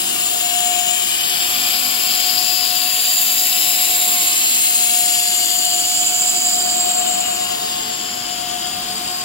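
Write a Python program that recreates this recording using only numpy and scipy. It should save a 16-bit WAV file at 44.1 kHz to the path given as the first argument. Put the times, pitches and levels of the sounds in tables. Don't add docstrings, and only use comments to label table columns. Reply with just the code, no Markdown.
import sys
import numpy as np
from scipy import signal
from scipy.fft import rfft, irfft
from scipy.io import wavfile
from scipy.ndimage import uniform_filter1d

SR = 44100
rng = np.random.default_rng(int(sys.argv[2]) if len(sys.argv) > 2 else 0)


def output_pcm(signal):
    pcm = np.clip(np.atleast_2d(signal).T, -1, 1) * 32767
    wavfile.write(sys.argv[1], SR, np.round(pcm).astype(np.int16))


N = 407484
TIME = np.arange(N) / SR
BAND_EDGE_HZ = 15850


def from_db(db):
    return 10 ** (np.asarray(db) / 20)


def unit_rms(x):
    return x / np.sqrt(np.mean(x ** 2) + 1e-20)


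def over_time(rows, t):
    time_s, *columns = np.transpose(rows)
    return [np.interp(t, time_s, column) for column in columns]


def over_frequency(rows, hz):
    row_hz, *columns = np.transpose(rows)
    return [np.interp(np.log(hz + 1), np.log(row_hz + 1), column) for column in columns]


def drift(t, rate_hz):
    size, steps_per_s = 16384, 1000
    hz = np.fft.rfftfreq(size, 1 / steps_per_s)
    wander = irfft(rfft(rng.standard_normal(size)) / (1 + (hz / rate_hz) ** 4) ** .5)
    return np.interp(t, np.arange(size) / steps_per_s, unit_rms(wander))


def noise_pair(correlation, size):
    white = rng.standard_normal((2, N))
    hz, t, (left, other) = signal.stft(white, SR, nperseg=size, noverlap=size - size // 4)
    hz = hz[:, None]
    shared = np.clip(over_frequency(correlation, hz)[0], -1, 1)
    return hz, t, left, shared * left + np.sqrt(1 - shared ** 2) * other


def to_sound(spectra, size):
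    return signal.istft(np.array(spectra), nperseg=size, noverlap=size - size // 4)[1][:, :N]


def at_level(power, db):
    return power / power.mean(0) * from_db(db) ** 2


# frequency_hz, relative_db
ROAR_SPECTRUM = [(15, -21), (35, -6), (65, -11), (110, -7.5), (160, -2), (210, -2), (350, -0.5), (470, -8),
                 (650, -2.5), (900, -1.5), (1500, 0), (2500, -5), (5000, -1.5), (16000, -17)]
# time_s, rumble_db, motor_db, fan_db
HALL_SWELL = [(0, -54, -41, -44), (1.1, -57, -42.5, -44.5), (1.6, -54, -41, -40.5),
              (3.45, -62.5, -43.5, -46.5), (4.1, -58, -41, -46), (5.1, -58.5, -44, -47.5),
              (7.2, -54.5, -38.5, -42), (8.5, -49.5, -40, -43.5), (9.24, -50, -40, -42)]
# frequency_hz, correlation
HALL_COHERENCE = [(35, .999), (85, .99), (170, .97), (330, .74), (500, .3), (900, 0), (1500, -.1),
                  (3000, 0)]


def hall_roar(level_db=-32.0):
    hz, t, left, right = noise_pair(HALL_COHERENCE, size=2048)
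    # frequency_hz, rumble_share, motor_share, fan_share
    bands = [(100, 1, 0, 0), (220, 0, 1, 0), (450, 0, 1, 0),
             (900, 0, 0, 1), (1700, 0, 0, 1), (5000, 0, 0, 0)]
    shares = over_frequency(bands, hz)
    swell_db = sum(share * (db - db.mean()) for share, db in zip(shares, over_time(HALL_SWELL, t)))
    power = at_level(from_db(over_frequency(ROAR_SPECTRUM, hz)[0]) ** 2, level_db)
    colour = np.sqrt(power) * from_db(swell_db)
    return to_sound([left * colour, right * colour], size=2048)


def hall_tone(cycles, hz, fade_hz=1.36, steady=0.85, waver=0.46):
    step = 32
    t = TIME[::step]
    left, other = [steady * np.exp(2j * np.pi * rng.random())
                   + (drift(t, fade_hz) + 1j * drift(t, fade_hz)) / 2 for _ in "LR"]
    shared = np.clip(over_frequency(HALL_COHERENCE, hz)[0], -1, 1)
    paths = np.array([left, shared * left + np.sqrt(1 - shared ** 2) * other])
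    paths *= 1 + waver * drift(t, 8.0)
    paths /= np.sqrt(np.mean(abs(paths) ** 2, axis=1, keepdims=True) / 2)
    return (np.repeat(paths, step, axis=1)[:, :N] * np.exp(2j * np.pi * cycles)).real


# pitch_hz, level_db
HUM_TONES = [(36.3, -70), (99.6, -61), (185.7, -59), (193.8, -55), (203.2, -59), (240, -55), (242.7, -52),
             (286.7, -58), (292, -56), (300.1, -56), (352.6, -54), (363.4, -54), (371.4, -57), (418.6, -62),
             (438.7, -52.5), (442.8, -58), (773.8, -54), (877.5, -57), (885.6, -57), (1191.1, -52),
             (1200.5, -51), (1242.2, -59)]


def motor_hum():
    motor_db = over_time(HALL_SWELL, TIME)[1]
    hum = sum(from_db(db) * hall_tone(hz * TIME, hz) for hz, db in HUM_TONES)
    return hum * from_db(motor_db - motor_db.mean())


# time_s, level_db
GEAR_LEVEL = [(0, -49), (1.2, -51), (2.9, -44.5), (3.3, -49), (4.3, -44.5), (4.6, -57), (6.1, -56),
              (7.7, -43), (8.4, -54), (9.24, -43)]


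def gear_whine(mesh_hz=1075.3, left_lead_cycles=0.044, waver=0.28):
    cycles = mesh_hz * TIME + np.array([[left_lead_cycles], [0]]) + 0.11 * drift(TIME, 2.2)
    tone = np.sqrt(2) * from_db(over_time(GEAR_LEVEL, TIME)[0]) * np.sin(2 * np.pi * cycles)
    return tone * (1 + waver * drift(TIME, 8.8))


def blade_passes(pitch_hz, wander_hz):
    return np.cumsum(pitch_hz + wander_hz * drift(TIME, 1.1)) / SR


def blade_whine(passes, levels, leads, roughness, eddy_hz=28):
    lead_cycles = over_time(leads, TIME)[0]
    tone = np.exp(2j * np.pi * (passes + np.array([lead_cycles, -lead_cycles]) / 2))
    eddies = np.array([drift(TIME, eddy_hz) + 1j * drift(TIME, eddy_hz) for _ in "LR"])
    return np.sqrt(2) * from_db(over_time(levels, TIME)) * (tone * (1 + roughness * eddies)).real


# time_s, left_db, right_db
NEAR_WHINE_LEVEL = [(0.0, -35.5, -41.5), (0.71, -24.5, -25), (0.87, -22, -42), (1.23, -39.5, -30.5),
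                    (2.39, -36.5, -30), (2.85, -29, -42), (3.16, -51, -34.5), (4.12, -36, -29.0),
                    (4.48, -55, -38), (4.74, -30.5, -49), (5.0, -31.5, -29), (5.76, -23, -44),
                    (5.97, -30, -27.5), (6.58, -24, -38.0), (7.09, -20, -28.5), (8.15, -35, -42),
                    (8.56, -24.5, -42), (9.24, -48, -35.0)]
FAR_WHINE_LEVEL = [(0.0, -36.0, -33), (4.31, -40, -55), (4.97, -45.5, -57), (6.78, -28.5, -31.5),
                   (8.19, -36, -36), (9.24, -31, -52)]
# time_s, lead_cycles
NEAR_PHASE_LEAD = [(0, .55), (.7, .1), (1, .5), (1.7, .35), (2.4, .85), (3.7, 1.15), (4.8, .9), (5.9, 1.75),
                   (7.7, 1.45), (8.2, 1.85), (8.7, 1.65), (9.24, 2.6)]
FAR_PHASE_LEAD = [(0, .45), (3.5, .05), (5, -.55), (5.8, -.5), (6.4, .35), (7.8, .6), (9.24, .15)]
# shaft_order, relative_db
SHAFT_HARMONICS = [(7, -53), (10, -60), (11, -61), (12, -63), (13, -58), (14, -55), (16, -53), (20, -62),
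                   (30, -54)]


def blowers(near_hz=716.8, far_hz=725.2, blade_count=15, harmonics_db=0.5):
    near = blade_passes(near_hz, wander_hz=0.3)
    far = blade_passes(far_hz, wander_hz=0.53)
    sound = blade_whine(near, NEAR_WHINE_LEVEL, NEAR_PHASE_LEAD, roughness=0.11)
    sound += blade_whine(far, FAR_WHINE_LEVEL, FAR_PHASE_LEAD, roughness=0.21)
    for order, db in SHAFT_HARMONICS:
        ratio = order / blade_count
        sound += from_db(db + harmonics_db) * hall_tone(ratio * near, ratio * near_hz)
    return sound


def steel_comb(hz, t, reflection=0.12, count=8):
    gain = 1
    for delay_s in rng.uniform(.0008, .0035, count):
        moving_delay_s = delay_s * (1 + 0.043 * drift(t, 0.44))
        gain += reflection * np.cos(2 * np.pi * (hz * moving_delay_s + rng.random()))
    return gain


def machine_echoes(x, wet_db=-8, t60_s=0.083, size=32768):
    t = np.arange(4096) / SR
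    hop = size // 2
    wet = np.zeros((2, N + 2 * size))
    padded = np.pad(x, ((0, 0), (hop, size)))
    for start in range(0, N + hop, hop):
        tail = rng.standard_normal(len(t)) * from_db(-60 * t / t60_s)
        part = padded[:, start:start + size]
        part = part * signal.windows.cosine(size)[:part.shape[1]]
        echo = signal.fftconvolve(part, tail[None] / np.linalg.norm(tail), axes=1)
        wet[:, start:start + echo.shape[1]] += echo
    return (x + from_db(wet_db) * wet[:, hop:hop + N]) / np.hypot(1, from_db(wet_db))


# frequency_hz, left_relative_db, right_relative_db
JET_SPECTRUM = [(800.0, -53, -8), (1800.0, -26, -26), (4220, 0, 3.5), (5370, -3.5, -21), (6270, -6, 0),
                (9090, -4, -1.5), (8950, 3, 10), (10950, -1.5, -5.5), (11430, 6, 9), (13050, -2, -6.5),
                (13400, 5, -1), (15200, -0.3, 6.5), (15600, 7, 4)]
# time_s, left_db, right_db
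JET_PATH_LEVEL = [(0.0, -19, -23), (0.16, -17.5, -23), (0.87, -20, -26.0), (1.83, -15.5, -27.5),
                  (2.69, -17.5, -28), (3.3, -16.5, -23.5), (4.61, -15, -19.5), (5.32, -17.5, -19),
                  (5.48, -16.5, -21), (6.99, -22.5, -30), (8.1, -30, -34.5), (9.24, -28, -34)]
# time_s, gain_db
JET_TREBLE = [(0.0, -6), (1.06, -2.5), (2.57, -2), (3.18, 2.5), (5.49, -6.5), (6.65, -5), (7.26, -4),
              (7.72, -2.5), (9.24, -6)]


def jet_power(side, hz, t):
    spectrum = from_db(over_frequency(JET_SPECTRUM, hz)[side]) ** 2 * (hz < BAND_EDGE_HZ)
    beamed_share = over_frequency([(9000, 0), (14000, 1)], hz)[0]
    treble_gain = from_db(beamed_share * over_time(JET_TREBLE, t)[0])
    return at_level(spectrum, over_time(JET_PATH_LEVEL, t)[side]) * treble_gain ** 2


def resonance(hz, centre_hz, width_hz, level_db):
    return at_level(1 / (1 + (2 * (hz - centre_hz) / width_hz) ** 2) ** 2, level_db)


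# time_s, left_db, right_db
GAP_HOLLOW_LEVEL = [(0.0, -24, -31), (0.81, -21.5, -29), (1.37, -22.0, -25), (2.73, -25, -27),
                    (4.44, -24, -25.5), (5.25, -23.0, -46), (6.51, -25, -27.5), (7.12, -25.5, -31.5),
                    (9.24, -30, -37)]
GAP_RING_LEVEL = [(0.0, -31, -41), (0.91, -38.0, -37), (1.17, -26.0, -40.0), (2.58, -17.5, -34),
                  (2.94, -24, -28.5), (4.85, -29.5, -37.5), (5.06, -33, -25), (5.92, -29, -25.5),
                  (6.63, -32, -26), (7.99, -27.5, -36.5), (9.24, -30.5, -34)]
GAP_WHISTLE_LEVEL = [(0.0, -20.5, -24.5), (0.91, -16, -28), (1.22, -23.0, -25.5), (1.88, -27.0, -24.5),
                     (2.79, -19.5, -30.5), (3.1, -24, -18.5), (3.71, -21.5, -24.5), (4.12, -23, -18),
                     (5.03, -14.5, -21.5), (5.44, -17.5, -27), (6.0, -22.0, -17), (6.46, -19, -16.5),
                     (8.37, -27, -35.5), (9.24, -27, -31)]
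# time_s, left_hz, right_hz
HOLLOW_CENTRE = [(0.0, 2930, 3340), (1.21, 2910, 3200), (4.02, 2670, 3650), (4.42, 2820, 2950),
                 (5.22, 2960, 3610), (6.03, 3150, 3510), (7.23, 2970, 3930), (8.03, 3080, 3200),
                 (9.24, 3030, 3470)]
# time_s, ring_hz, whistle_hz
UPPER_CENTRES = [(0.0, 5040, 7350), (3.21, 4680, 7300), (3.62, 5100, 7280), (4.02, 4850, 7250),
                 (5.62, 4680, 7340), (6.03, 4840, 7240), (6.83, 4550, 7400), (8.03, 4860, 7280),
                 (9.24, 4700, 7330)]


def gap_power(side, hz, t, ring_flutter_db, whistle_flutter_db):
    hollow_db = over_time(GAP_HOLLOW_LEVEL, t)[side]
    ring_db = over_time(GAP_RING_LEVEL, t)[side] + ring_flutter_db
    whistle_db = over_time(GAP_WHISTLE_LEVEL, t)[side] + whistle_flutter_db
    hollow_hz = over_time(HOLLOW_CENTRE, t)[side]
    ring_hz, whistle_hz = over_time(UPPER_CENTRES, t)
    return (resonance(hz, hollow_hz, width_hz=(1080, 1130)[side], level_db=hollow_db)
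            + resonance(hz, ring_hz, width_hz=620, level_db=ring_db)
            + resonance(hz, whistle_hz, width_hz=640, level_db=whistle_db))


# start_s, lift_db
SEAL_GULPS = [(2.149, 4), (2.199, 6), (2.483, 1), (4.664, 2)]


def sputter(decay_s=0.0051):
    kicks = np.zeros(N)
    for start_s, db in SEAL_GULPS:
        kicks[round(start_s * SR)] = db
    lift_db = signal.lfilter([1], [1, -np.exp(-1 / (decay_s * SR))], kicks)
    return unit_rms(from_db(lift_db))


# frequency_hz, correlation
HISS_COHERENCE = [(1500, 0), (3000, 0.9), (5000, 0.6), (7300, 0.93), (10000, 0.6), (15000, 0.56)]
# time_s, delay_ms
RIGHT_DELAY = [(0, .207), (.8, .185), (1.5, .249), (2.9, .286), (4.2, .248), (5.75, .132), (7.2, .135),
               (8.5, .323), (9.24, .34)]


def suction_hiss(flutter_db=0.83, eddy_db=0.8, low_edge_hz=900):
    hz, t, left, right = noise_pair(HISS_COHERENCE, size=512)
    flutters_db = [-flutter_db * drift(t, 29) for _ in ("ring", "whistle")]
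    eddies = uniform_filter1d(rng.standard_normal(left.shape), size=24, axis=0)
    eddies = unit_rms(uniform_filter1d(eddies, size=10, axis=1))
    high_pass = hz ** 2 / np.sqrt(hz ** 4 + low_edge_hz ** 4)
    source_gain = from_db(eddy_db * eddies) * high_pass
    spectra = []
    for side, noise in enumerate((left, right)):
        power = jet_power(side, hz, t) + gap_power(side, hz, t, *flutters_db)
        spectra.append(noise * source_gain * np.sqrt(power) * steel_comb(hz, t))
    delay_s = over_time(RIGHT_DELAY, t)[0] / 1000
    spectra[1] *= np.exp(-2j * np.pi * hz * delay_s)
    return to_sound(spectra, size=512) * sputter()


def scene():
    return hall_roar() + motor_hum() + gear_whine() + blowers() + machine_echoes(suction_hiss())


def record(dry):
    low_pass = signal.firwin(401, BAND_EDGE_HZ, window=("kaiser", 8), fs=SR)
    return signal.oaconvolve(dry, low_pass[None], "same")


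dry = scene()
out = record(dry)
output_pcm(out)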